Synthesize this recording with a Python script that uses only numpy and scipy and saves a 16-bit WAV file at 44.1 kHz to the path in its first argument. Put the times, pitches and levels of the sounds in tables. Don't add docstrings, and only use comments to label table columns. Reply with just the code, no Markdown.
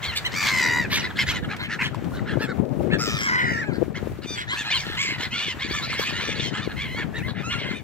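import sys
import numpy as np
from scipy import signal
from scipy.fft import rfft, irfft, next_fast_len
from scipy.io import wavfile
from scipy.ndimage import uniform_filter1d, map_coordinates

SR = 44100
rng = np.random.default_rng(int(sys.argv[2]) if len(sys.argv) > 2 else 0)


def inscribe(sig):
    pcm = np.round(np.clip(np.atleast_2d(sig).T, -1, 1) * 32767)
    wavfile.write(sys.argv[1], SR, pcm.astype(np.int16))


N = 345303
TIME = np.arange(N) / SR

# (middle [s], length [s], mid pitch [Hz], glide [octaves],
# roughness [0-1], level [dB], beak opening [dB], strain [dB], beak ring [Hz], right lead [samples])
YELPS = [(0.049, 0.071, 1100, .1, 0.72, -35.5, 7, -3, 3430, -2),
         (0.138, 0.039, 974, 0.019, 0.66, -33.5, -1.5, -13, 2820, -1.5),
         (0.175, 0.054, 1189, 0.045, 0.8, -31.5, 6, 2.5, 3570, -4),
         (.264, 0.044, 1026, 0.0073, 0.23, -26.5, 3, -10, 3100, 6),
         (0.95, 0.11, 1155, 0.015, 0.97, -25.5, 0.5, -4, 3440, 3),
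         (1.0, .082, 956, -0.17, 0.74, -33, 2, -2.5, 2930, 2.5),
         (1.049, 0.072, 1008, 0.034, 0.57, -27.5, -6.5, -13, 3500, -2),
         (1.106, 0.028, 844, -0.015, 0.66, -33.5, -7, -25, 3400, 2),
         (1.172, 0.039, 890, -0.079, 0.8, -37.5, 3, -15, 3200, 0),
         (1.207, 0.083, 1065, -0.096, 0.73, -22.5, -3, -8, 3270, -1),
         (1.298, 0.082, 1068, 0.049, 0.68, -26, -1, -5, 3290, 2),
         (1.358, .092, 1004, -0.00016, 0.7, -30, -3.5, -12, 3180, -1.5),
         (1.445, 0.051, 867, -0.077, 0.97, -36.5, -4, -24, 2920, -4.5),
         (1.523, 0.087, 841, 0.036, .6, -31.5, -5.5, -18, 2600, -1.5),
         (1.63, .12, 1053, 0.0082, 0.82, -34, -3, -17, 3070, -7),
         (1.728, .095, 930, -0.18, 0.74, -29, -7, -13.5, 2700, -1.5),
         (1.819, .07, 1055, -0.12, 0.66, -22.5, -18, -22, 2580, .5),
         (1.854, 0.089, 1019, -0.01, 0.9, -32, 1.5, -8, 2950, 5),
         (2.167, 0.094, 760, -0.12, 0.7, -39.5, -7, -15, 2880, 1.5),
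         (2.309, .12, 839, 0.077, 0.69, -33.5, -7, -19, 3050, -1.5),
         (2.431, 0.091, 890, -0.01, 0.43, -31, -3.5, -9.5, 2680, 3),
         (2.502, 0.064, 781, -0.11, .4, -31, -14, -22, 3780, 1),
         (2.937, 0.077, 898, 0.055, 0.44, -27.5, -3.5, -26, 2730, 6),
         (3.751, 0.084, 802, 0.015, 0.77, -40.5, -8, -10, 3830, -8),
         (3.97, 0.063, 1059, 0.062, 0.57, -33.5, -6.5, -13, 3130, -2.5),
         (4.243, 0.064, 930, -0.052, 0.8, -45, 3, -2, 2660, -2),
         (4.399, .11, 1069, -0.16, 1.03, -32.5, -2, -10, 3300, 17),
         (4.522, .11, 1034, 0.0031, 0.55, -28.5, -2, -12.5, 3120, -9),
         (4.598, 0.099, 898, -0.018, 0.4, -32.5, 2.5, -4.5, 2760, -1.5),
         (4.672, 0.099, 850, 0.41, 0.4, -34, 3.5, -18, 2610, -5),
         (4.721, 0.062, 1177, 0.22, 0.6, -25, 1, -7, 2870, -2),
         (4.756, 0.08, 1060, -0.018, 0.4, -32, 12, 0, 3100, -2.5),
         (4.797, .11, 1170, -.21, .65, -35, -5, 0.5, 3600, -2.5),
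         (4.911, 0.17, 897, -.085, 0.9, -37, -1, -15, 2970, -5),
         (5.229, .12, 1046, 0.12, 0.86, -31, 0, -8.5, 3220, -2.5),
         (5.384, 0.18, 1420, 0.079, 0.65, -40, 4.5, -3, 2900, -2.5),
         (5.636, .11, 1146, 0.26, 0.63, -31, -1, -9.5, 3560, -2),
         (5.749, .16, 1155, 0.12, 0.56, -31.5, -2.5, -4.5, 3190, -2.5),
         (5.843, .08, 1330, .2, 0.5, -40, 9.5, 1, 4100, -2.5),
         (5.93, 0.12, 1068, -0.13, 0.68, -32, -2.5, -7.5, 3080, -2.5),
         (6.016, .13, 1129, .2, 0.62, -31, -1.5, -4, 3500, -3),
         (6.085, .12, 1233, -0.22, 1, -33, .5, -5.5, 3060, -2.5),
         (6.184, .15, 985, 0.29, 0.74, -32, -1, -11, 3050, -2.5),
         (6.273, .17, 1165, -0.034, 0.64, -32.5, -2, -7, 3450, -2.5),
         (6.4, 0.13, 1156, 0.29, 0.83, -34, 2.5, -6.5, 3420, -2),
         (6.457, 0.12, 1093, -0.071, 0.48, -39, 7.5, 2, 3300, -2.5),
         (6.57, .11, 836, 0.23, 0.8, -33.5, -2, -12.5, 3060, -2),
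         (6.641, 0.1, 1210, -0.14, 0.48, -39, 2, -10, 3000, -1.5),
         (6.714, 0.085, 850, -.17, 0.73, -38, -4, -25, 2780, -2.5),
         (7.005, 0.092, 930, -0.28, 0.55, -31, -9, -30, 3000, -3),
         (7.178, 0.096, 944, -0.25, .48, -32, -5.5, -18, 2630, 2),
         (7.251, .085, 1026, 0.32, 0.34, -34, -16, -33, 3210, -2.5),
         (7.295, 0.074, 1060, -0.042, 0.9, -38.5, 2, -15, 3560, -3),
         (7.387, .11, 994, .16, 0.94, -38.5, -6, -28, 2890, -3),
         (7.53, 0.081, 1141, -0.022, 0.58, -30.5, 0.5, -14, 2840, -3),
         (7.619, .12, 1073, -.33, 0.83, -36.5, 2, -14, 2820, -3),
         (7.695, 0.14, 1072, 0.12, .7, -34, -6.5, -17, 3270, -4)]
def yelps(gain_db=-0.66):
    out = np.zeros((2, N))
    for s, length, hz, glide, rough, db, beak_db, strain_db, beak_hz, lead in YELPS:
        sound = yelp(length, hz, glide, rough, beak_db, strain_db, beak_hz)
        add(out, s - length / 2, placed(amp(db + gain_db) * sound, lead))
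    return out


def yelp(length, hz, glide, rough, beak_db, strain_db, beak_hz, sag=.24):
    push = effort(length)
    pitch = hz * (1 - sag * (1 - push) ** 2) * 2 ** (glide * np.linspace(-.5, .5, len(push)))
    rasp = 0.62 - 0.25 * np.log2(hz / 1034)
    return cry(push, pitch, rough, rasp, beak_db, strain_db, beak_hz)


def effort(length, swell_s=.05):
    t = np.arange(0, length, 1 / SR)
    return np.clip(np.minimum(t, length - t) / min(swell_s, length / 2), 0, 1)


def cry(push, hz, rough, rasp, beak_db, strain_db, beak_hz):
    throat = min(np.mean(hz) / 1000, 1.12) ** 0.7
    throat *= 2 ** (.04 * rng.uniform(-1, 1))
    rasp_hz = 95.5 * 2 ** (.3 * rng.uniform(-1, 1))
    ease_db = 12 * (1 - push) ** 2
    sound = voice(hz, rough, rasp_hz, rasp, beak_db - ease_db, strain_db - ease_db, beak_hz, throat)
    return np.sin(np.pi / 2 * push) ** 1.01 * sound


def syrinx(hz, rough, rasp, flutter, uneven_db, smear_rad=1.55, slip_rad=2.1, croak=.75):
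    size = len(hz)
    gate = np.maximum(1 - rasp + rasp * abs(np.sin(flutter / 2)), 0)
    gate *= amp(1.67 * rough * wobble(size, 45.45))
    stagger = rough * (0.042 * wobble(size, 300) + .03 * wobble(size, 40))
    bend = .016 * rasp * np.sin(flutter) + stagger
    puff = (flutter // (2 * np.pi)).astype(int)
    offsets = uniform_filter1d(rng.standard_normal(puff[-1] + 1)[puff], size=90)
    phase = 2 * np.pi * np.cumsum(hz * (1 + bend)) / SR + slip_rad * rasp * rough * offsets
    tone = 0
    for k in range(1, 15):
        smear = smear_rad * rough * np.sqrt(k / 3) * wobble(size, 100) + rng.uniform(0, 2 * np.pi)
        tone += amp(uneven_db * wobble(size, 11.7)) * np.cos(k * phase + smear)
    tone += np.clip((hz - 1150) / 240, 0, .5) * np.cos(phase)
    tone *= 1 + croak * rough * np.cos(phase / 2 + rough * wobble(size, 39.77))
    chaos = .34 * rough ** 1.5
    return gate * (np.sqrt(1 - chaos ** 2) * unit(tone) + chaos * rng.standard_normal(size))


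# (frequency [Hz], gain [dB])
THROAT = [(400, -33), (800, -11.5), (1100, -14), (1450, 3), (1750, 5), (2050, 3), (2400, 2.5), (2750, -6.5),
          (3300, -65)]
BEAK = [(2300, -24), (2750, 4.5), (3200, 1.5), (3700, 5), (4200, 5), (4800, -25)]
EDGE = [(3800, -17), (4400, 7.5), (4800, 6), (5400, 2.5), (6100, 0.5), (7700, -2.5), (8500, -10),
        (9600, -31.5), (12000, -18), (15500, -24)]
def voice(hz, rough, rasp_hz, rasp, beak_db, strain_db, beak_hz, throat, edge=EDGE, uneven_db=5.5):
    rough, rasp = np.clip(rough, 0, 1), np.clip(rasp, 0, 2)
    flutter_hz = rasp_hz * (1 + (0.031 + .12 * rough) * wobble(len(hz), 30.4))
    flutter = 2 * np.pi * (np.cumsum(flutter_hz) / SR + rng.random())
    source = syrinx(hz, rough, rasp, flutter, uneven_db)
    ring_hz = beak_hz * (hz / np.mean(hz)) ** 0.26
    ring = resonate(resonate(source, ring_hz), ring_hz)
    beak = steady(ring + amp(-5.5) * colour(source, BEAK))
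    early = .4 * rasp * np.sin(flutter)
    body = steady(colour(source * (1 + early), THROAT, throat))
    strain = steady(colour(source * (1 - early), edge))
    return body + amp(beak_db) * beak + amp(strain_db) * strain


# (time [s], pitch [Hz], rasp rate [Hz], rasp depth [ratio],
# roughness [0-1], level [dB], beak opening [dB], strain [dB])
FIRST_SCREAM = [(0.312, 860, 89, 0.5, 0.3, -36, -6, -3), (0.335, 1000, 90.3, 1.1, 0.45, -35, -3, -5.5),
                (0.372, 1183, 92.4, 0.81, 0.52, -27, -17, -4), (0.44, 1162, 91.6, 0.66, 0.51, -26, -13, -5),
                (0.485, 1107, 92.4, 0.63, 1, -24.5, -1, -4), (0.53, 1040, 87.6, 0.9, 0.3, -24.5, -19, -11),
                (0.6, 1000, 83.6, 0.89, 0.55, -21, -13, -9.5),
                (0.645, 981, 82.6, 1.08, 0.44, -20, -16, -9.5), (0.71, 953, 78, 0.92, 0.24, -22, -15, -13),
                (0.8, 975, 76.4, 1.04, 0.18, -20, -18, -18.5),
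                (0.84, 895, 76.3, 0.69, 0.42, -30.5, -18, -13.5), (0.87, 780, 76, 1.1, 0.32, -28, -26, -39)]
SECOND_SCREAM = [(2.98, 1124, 101.5, 0.69, 0.54, -33, -24, -4), (3.015, 1333, 108, 0.98, 0.71, -33, -14, 6),
                 (3.08, 1240, 106.5, 0.9, 0.75, -34, 0.5, 1), (3.16, 1201, 108.8, 1, 0.65, -33, -3.5, -3.5),
                 (3.225, 1121, 104.4, 0.84, 0.87, -30, -9, -1.5),
                 (3.3, 1020, 100, 0.71, 0.75, -21.5, -19, -14),
                 (3.335, 1020, 91.6, 0.49, 0.57, -20, -25, -18),
                 (3.4, 1019, 87, 0.52, 0.65, -21, -13.5, -24),
                 (3.445, 990, 83.8, 0.47, 0.62, -22.5, -19, -24),
                 (3.525, 973, 75.6, 0.76, 0.5, -26, -19, -16),
                 (3.55, 896, 73.2, 0.85, 0.4, -27, -21, -14.5),
                 (3.605, 940, 72.3, 0.42, 0.31, -27, -22, -19),
                 (3.655, 720, 72.5, 0.52, 0.37, -32.5, -20, -28)]
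FALLING_CRY = [(4.965, 950, 95, 0.5, 0.53, -30, -3, -15), (5.015, 1133, 94.4, 0.64, 0.61, -29.5, 4, -1),
               (5.05, 1130, 95.7, 0.57, 0.62, -31, -2.5, -2.5),
               (5.115, 1063, 89.5, 0.57, 0.78, -30, -2.5, -10.5),
               (5.175, 954, 84, 0.6, 0.67, -37.5, -3, -16)]
ARCHING_CRY = [(5.3, 928, 94, .3, 0.47, -47, -4, -18), (5.34, 1108, 100.3, 0.61, 0.39, -32.5, 1.5, -14),
               (5.385, 1195, 100, 0.59, 0.49, -33, 1, -4), (5.455, 1140, 94.3, 0.6, 0.78, -33.5, 2.5, -9),
               (5.51, 1030, 91.4, 0.45, 0.66, -33.5, 4, -5), (5.545, 877, 85, 0.45, .4, -37, -10, -14)]
DIPPING_CRY = [(6.755, 960, 88.5, 0.48, 0.56, -39.5, -9, -19), (6.82, 1152, 95, 0.73, .55, -29, -3.5, -15),
               (6.876, 1017, 90.5, 0.65, 0.63, -37.5, -5, -23), (6.94, 1030, 90, 0.53, 0.32, -37, -6, -17),
               (6.995, 1133, 90, 0.67, 0.54, -33.5, -5.5, -10), (7.05, 1050, 85, .5, 0.8, -39, -5, -29)]
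# (frequency [Hz], gain [dB])
SHRILL = [(4200, -14.5), (4900, 5.5), (5400, 6), (6100, -2.5), (6700, -5), (7400, -2), (8300, -16),
          (9600, -25), (12000, -21), (15500, -18)]
THIN = [(4200, -25), (4800, 12), (5700, -3), (6700, -1), (7400, 3), (8200, -17), (9600, -32), (15500, -25)]
# (course [table], throat tuning [ratio],
# beak ring [Hz], edge [table], right lead at start [samples], right lead at end [samples])
LONG_CRIES = [(FIRST_SCREAM, 0.98, 3580, EDGE, 0, 0), (SECOND_SCREAM, 0.9, 3050, SHRILL, -3, -24),
              (FALLING_CRY, 1.07, 2520, THIN, -5, -4), (ARCHING_CRY, 1.13, 3150, EDGE, -2, -2.3),
              (DIPPING_CRY, 1.05, 3260, EDGE, -1.8, -1.8)]
def long_cries(gain_db=-1.22, fade_s=0.014, uneven_db=2.0):
    out = np.zeros((2, N))
    for course, throat, beak_hz, edge, first_lead, last_lead in LONG_CRIES:
        s, *columns = np.transpose(course)
        t = np.arange(s[0], s[-1], 1 / SR)
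        hz, rasp_hz, rasp, rough, db, beak_db, strain_db = (np.interp(t, s, c) for c in columns)
        fade = np.clip(np.minimum(t - t[0], t[-1] - t) / fade_s, 0, 1)
        sound = voice(hz, rough, rasp_hz, rasp, beak_db, strain_db, beak_hz, throat, edge, uneven_db)
        lead = np.linspace(first_lead, last_lead, len(t))
        add(out, s[0], placed(amp(db + gain_db) * fade * sound, lead))
    return out


# (middle [s], length [s], start pitch [Hz], mid pitch [Hz],
# end pitch [Hz], level [dB], beak opening [dB], strain [dB], beak ring [Hz], right lead [samples])
MEWS = [(0.084, 0.11, 1266, 1092, 790, -37, 4.5, -9, 3300, -2),
        (3.673, 0.14, 938, 834, 600, -40.5, -13, -22, 2500, -7),
        (4.324, 0.14, 1190, 1188, 1090, -47, 10, 10, 3660, -2),
        (7.509, 0.18, 1186, 1423, 1350, -35.5, -12, -7.5, 2800, -3)]
def mews(rough=.16, rasp=.25, waver=.011):
    out = np.zeros((2, N))
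    for s, length, first_hz, mid_hz, last_hz, db, beak_db, strain_db, beak_hz, lead in MEWS:
        push = effort(length)
        arch = np.linspace(-1, 1, len(push))
        hz = mid_hz + (np.where(arch < 0, first_hz, last_hz) - mid_hz) * abs(arch) ** 1.4
        hz *= 1 + waver * wobble(len(push), 30.0)
        sound = cry(push, hz, rough, rasp, beak_db, strain_db, beak_hz)
        add(out, s - length / 2, placed(amp(db) * sound, lead))
    return out


# (start [s], end [s], rate [cries/s], level [dB])
SQUABBLES = [(0.1, 1.9, 3, -55), (4.5, 4.93, 8.05, -43.5), (5.7, 6.6, 10, -41), (7.4, 9, 8.7, -44.5)]
def far_flock(length_s=.11, pitch_hz=1020, spread_octaves=0.3, spread_db=3):
    out = np.zeros((2, N))
    for start, end, per_s, db in SQUABBLES:
        for s in np.arange(start, end, 1 / per_s):
            late, long, high, loud, side, rise = rng.uniform(-1, 1, 6)
            sound = yelp(length_s * 1.4 ** long, pitch_hz * 2 ** (spread_octaves * high),
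                         glide=.3 * rise, rough=0.48, beak_db=-2, strain_db=-11, beak_hz=3100)
            add(out, s + late / per_s / 2, placed(amp(db + spread_db * loud) * sound, 2 * side - 3.5))
    return out


# (time [s], top octave gain [dB])
NEARNESS = [(0, 1), (1.5, 5), (3.3, 0), (4.2, -5.5), (6, -4.5), (7.8, -28)]
def through_air(x):
    top = colour(x, [(7000, -40), (9500, 0)])
    return x + (amp(np.interp(TIME, *np.transpose(NEARNESS))) - 1) * top


def shore(x, tail_db=-11, t60=0.18, slap_db=-15, taps_per_s=2500):
    t = np.arange(SR // 2) / SR
    taps = rng.choice([-1., 1.], (2, len(t)))
    taps *= (rng.random((2, len(t))) < taps_per_s / SR) * (t > .002)
    tail = taps * amp(-60 * t / t60)
    slap = taps[::-1] * np.exp(-t / 0.00028)
    echo = amp(tail_db) * tail / np.linalg.norm(tail[0]) + amp(slap_db) * slap / np.linalg.norm(slap[0])
    return signal.fftconvolve(x, echo, axes=1)[:, :N]


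# (time [s], level [dB], decay [s])
SPLASHES = [(0.4, -25, 0.15), (1.564, -34.5, 0.0087), (1.944, -37, 0.013), (2.044, -32.5, 0.0022),
            (4.521, -37.5, 0.11), (4.73, -40.5, 0.38), (5.992, -28.5, 0.036), (7.187, -36.5, 0.0046)]
# (frequency [Hz], gain [dB])
SPRAY = [(300, -9), (1000, 11), (2500, 10.5), (5000, 3.5), (8000, -2.5), (9800, -13), (12000, -4),
         (15500, -17)]
# (time [s], level [dB], starting pitch [Hz], decay [s])
PLOPS = [(1.932, -35, 1330, 0.0062), (1.946, -18, 986, 0.0022), (2.119, -24, 1040, 0.0016),
         (2.194, -25, 1900, 0.0024), (2.797, -42, 2680, .0027)]
def splashes(drops_db=-63, drops_per_s=45):
    t = np.arange(SR // 4) / SR
    drops = (rng.random(N) < drops_per_s / SR) * amp(2.7 * np.minimum(rng.exponential(1, N), 3))
    tick = rng.standard_normal((2, len(t))) * np.exp(-t / 0.0013)
    patter = signal.fftconvolve(drops[None], tick, axes=1)[:, :N]
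    out = amp(drops_db) * unit(colour(patter, SPRAY))
    for s, db, decay in SPLASHES:
        spray = rng.standard_normal((2, len(t))) + rng.standard_normal(len(t))
        spray *= amp(3.5 * wobble(len(t), 300))
        envelope = np.exp(-t / decay) * (1 - np.exp(-6 * t / decay))
        add(out, s, amp(db) * unit(colour(spray, SPRAY)) * envelope)
    for s, db, hz, decay in PLOPS:
        envelope = np.exp(-t / decay) * (1 - np.exp(-t / 0.00044))
        bubble = np.sin(2 * np.pi * hz * t * (1 + 3 * t)) * envelope
        add(out, s, placed(amp(db) * bubble, 0))
    return out


# (time [s], left level [dB], right level [dB])
WIND = [(.1, -46, -55), (.35, -34, -47), (.85, -27, -36.5), (1.2, -34, -35.5), (1.45, -32, -30.5),
        (1.65, -33.5, -46), (2.2, -29.5, -36.5), (2.5, -25, -40), (2.9, -22.5, -40), (3.25, -31.5, -44),
        (3.7, -26, -41), (4.1, -32.5, -46), (4.45, -37.5, -57), (5.8, -39.5, -39.5), (6.4, -29.5, -43.5),
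        (6.8, -37, -38), (7.1, -31, -41), (7.8, -32.5, -48)]
# (frequency [Hz], gain [dB])
RUMBLE = [(20, -34), (40, -32), (70, -12), (125, -0.5), (200, -2.5), (330, -11), (500, -20.5), (800, -21),
          (1500, -41), (4000, -76)]
def wind(lump_db=4.5, eddy_db=-7, eddy_growth=0.61):
    eddy_colour = [(90, -38), (220, 3), (380, 1.5), (600, -3), (1000, -26.5), (2000, -66), (5000, -79)]
    s, *ports = np.transpose(WIND)
    out = []
    for port in ports:
        db = np.interp(TIME, s, port)
        lumps = rng.standard_normal(N) * amp(lump_db * np.minimum(wobble(N, 21.0), 2))
        swirls = rng.standard_normal(N) * amp(4.4 * np.minimum(wobble(N, 25), 2))
        eddies = amp(eddy_db + eddy_growth * (db + 28)) * unit(colour(swirls, eddy_colour))
        out.append(amp(db) * (unit(colour(lumps, RUMBLE)) + eddies))
    return np.array(out)


# (time [s], level [dB], pitch [Hz], left minus right [dB])
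THUMPS = [(1.431, -17.5, 164, -26), (2.025, -18, 317, 27), (2.041, -20, 337, 21), (2.12, -30, 303, 7),
          (2.194, -27, 257, 6), (2.357, -10, 296, 28), (2.373, -8.5, 540, 35.0), (2.409, -13, 387, 24),
          (2.578, -23, 280, 23), (2.601, -8.5, 287, 34), (2.774, -19.5, 290, 22), (2.796, -18, 337, 28),
          (2.809, -11, 403, 28.0), (2.825, -27, 429, 26.0), (2.85, -12.5, 393, 27.5),
          (2.873, -11.5, 356, 25.0), (2.887, -13, 347, 35.5), (2.927, -9.5, 450, 29), (2.943, -17, 366, 18),
          (2.954, -10, 372, 29.0), (3.079, -10.5, 356, 34), (3.784, -10.5, 300, 27), (3.816, -9, 370, 34),
          (3.822, -5.5, 406, 35), (3.828, -2.5, 427, 41.5), (3.882, -14.5, 310, 23), (3.978, -18, 326, 19),
          (4.028, -14.5, 400, 20), (4.073, -12.5, 414, 33.0), (4.1, -29, 342, 12.5), (4.118, -26, 404, 20),
          (4.19, -18.5, 320, 19), (4.26, -19.5, 345, 24), (4.307, -20.5, 365, 21), (4.317, -21, 285, 32.0),
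          (4.61, -24.5, 276, 21.5), (4.868, -21, 336, 22), (4.9, -20, 353, 19), (5.124, -20.5, 308, 25),
          (5.203, -20.5, 275, 25), (5.483, -21.5, 363, 27), (5.649, -19, 295, 24), (5.662, -24, 367, 26.5),
          (5.711, -16, 327, 16), (5.996, -10.5, 464, 30.5), (6.285, -17.5, 329, 22.5),
          (6.292, -13.5, 434, 29), (6.4, -22.5, 420, 18), (6.459, -18, 303, 22.5), (6.47, -23, 331, 21),
          (6.525, -24, 397.3, 25.0), (6.676, -9.5, 382, 34), (6.948, -20, 512, 19),
          (7.001, -19.5, 339, 23.5), (7.663, -23.5, 412, 29.0), (7.69, -21, 449, 17)]
def thumps(count=36, small_db=-26, spread_db=3, small_hz=430, far_port_db=-17, buffeting_s=(4.3, 7.8)):
    out = np.zeros((2, N))
    for s, db, hz, balance_db in THUMPS:
        add(out, s - .5 / hz, amp(np.minimum([[balance_db], [-balance_db]], 0)) * eddy(db, hz))
    for when, loud, high in rng.uniform(-0.9, 1, (count, 3)):
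        swing = eddy(small_db + spread_db * loud, small_hz * 2.22 ** high)
        add(out, np.interp(when, (-1, 1), buffeting_s), amp([[0], [far_port_db]]) * swing)
    return colour(out, [(20, -34), (70, 12), (160, -3.0)])


def eddy(db, hz, decay_cycles=.52):
    turns = hz * np.arange(SR // 25) / SR
    wave = np.sin(2 * np.pi * turns) * turns * np.exp(-turns / decay_cycles)
    return amp(db) * wave / abs(wave).max()


# (time [s], level [dB])
WASH_LEVEL = [(0, -41), (2.6, -52.5), (4.1, -50), (5.6, -45.5), (7.8, -51.5)]
# (frequency [Hz], gain [dB])
RIVER = [(40, -14), (150, -9), (400, 1.5), (800, 3), (1600, 5), (3000, -4.5), (5000, -15), (8000, -16),
         (9600, -48), (12500, -19), (15500, -29)]
def waves(lap_db=4, lap_hz=5.83):
    wash = colour(rng.standard_normal((2, N)) + 1.1 * rng.standard_normal(N), RIVER)
    laps_db = lap_db * np.minimum(wobble(N, lap_hz), 1)
    return amp(np.interp(TIME, *np.transpose(WASH_LEVEL)) + laps_db) * unit(wash)


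def breeze(db=-44, swell_db=4.0):
    spectrum = [(20, -26), (40, -9.5), (80, 2.0), (140, -0.5), (260, -21.5), (700, -40.0)]
    air = colour(rng.standard_normal((2, N)), spectrum)
    return amp(db + swell_db * wobble(N, 3.9)) * unit(air)


def amp(db):
    return 10 ** (np.asarray(db) / 20)


def unit(x):
    return x / np.sqrt(np.mean(x ** 2) + 1e-20)


def steady(x):
    return x / np.sqrt(abs(uniform_filter1d(x ** 2, size=1544)) + 1e-12)


def colour(x, points, shift=1):
    size = next_fast_len(x.shape[-1] + 512)
    hz, db = np.transpose(points)
    gain = amp(np.interp(np.log(np.fft.rfftfreq(size, 1 / SR) + 1), np.log(hz * shift), db))
    return irfft(rfft(x, size) * gain, size)[..., :x.shape[-1]]


def resonate(x, hz, width_hz=1160):
    turn = np.exp(2j * np.pi * np.cumsum(hz) / SR)
    pole = np.exp(-np.pi * width_hz / SR)
    return 2 * (turn * signal.lfilter([1 - pole], [1, -pole], x / turn)).real


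def wobble(size, hz):
    knots = np.arange(size) * 3 * hz / SR + rng.random()
    values = rng.standard_normal(int(knots[-1]) + 2)
    return np.sqrt(3 / 2) * np.interp(knots, np.arange(len(values)), values)


def placed(x, lead):
    at = np.arange(len(x))
    return np.array([map_coordinates(x, [at + side * lead / 2], order=3) for side in (-1, 1)])


def add(mix, s, sound):
    part = mix[:, max(round(s * SR), 0):][:, :sound.shape[1]]
    part += sound[:, :part.shape[1]]


def scene():
    gulls = through_air(yelps() + mews() + long_cries() + far_flock())
    gulls = amp(-0.12) * (gulls + shore(gulls))
    water = (waves() + splashes()) * amp([[1.1], [-1.1]])
    return gulls + water + breeze() + wind() + thumps()


def record(dry, cutoff_hz=15800):
    left = colour(dry[0], [(1000, 1.56), (4500, 0.54), (8000, -0.13), (15000, 1.1)])
    right = colour(dry[1], [(1000, 1.0), (4500, 0.39), (8000, -0.31), (15000, -1.3)])
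    lowpass = signal.firwin(511, cutoff_hz, window=("kaiser", 9), fs=SR)
    return signal.oaconvolve(np.array([left, right]), lowpass[None], "same")


dry = scene()
out = record(dry)
inscribe(out)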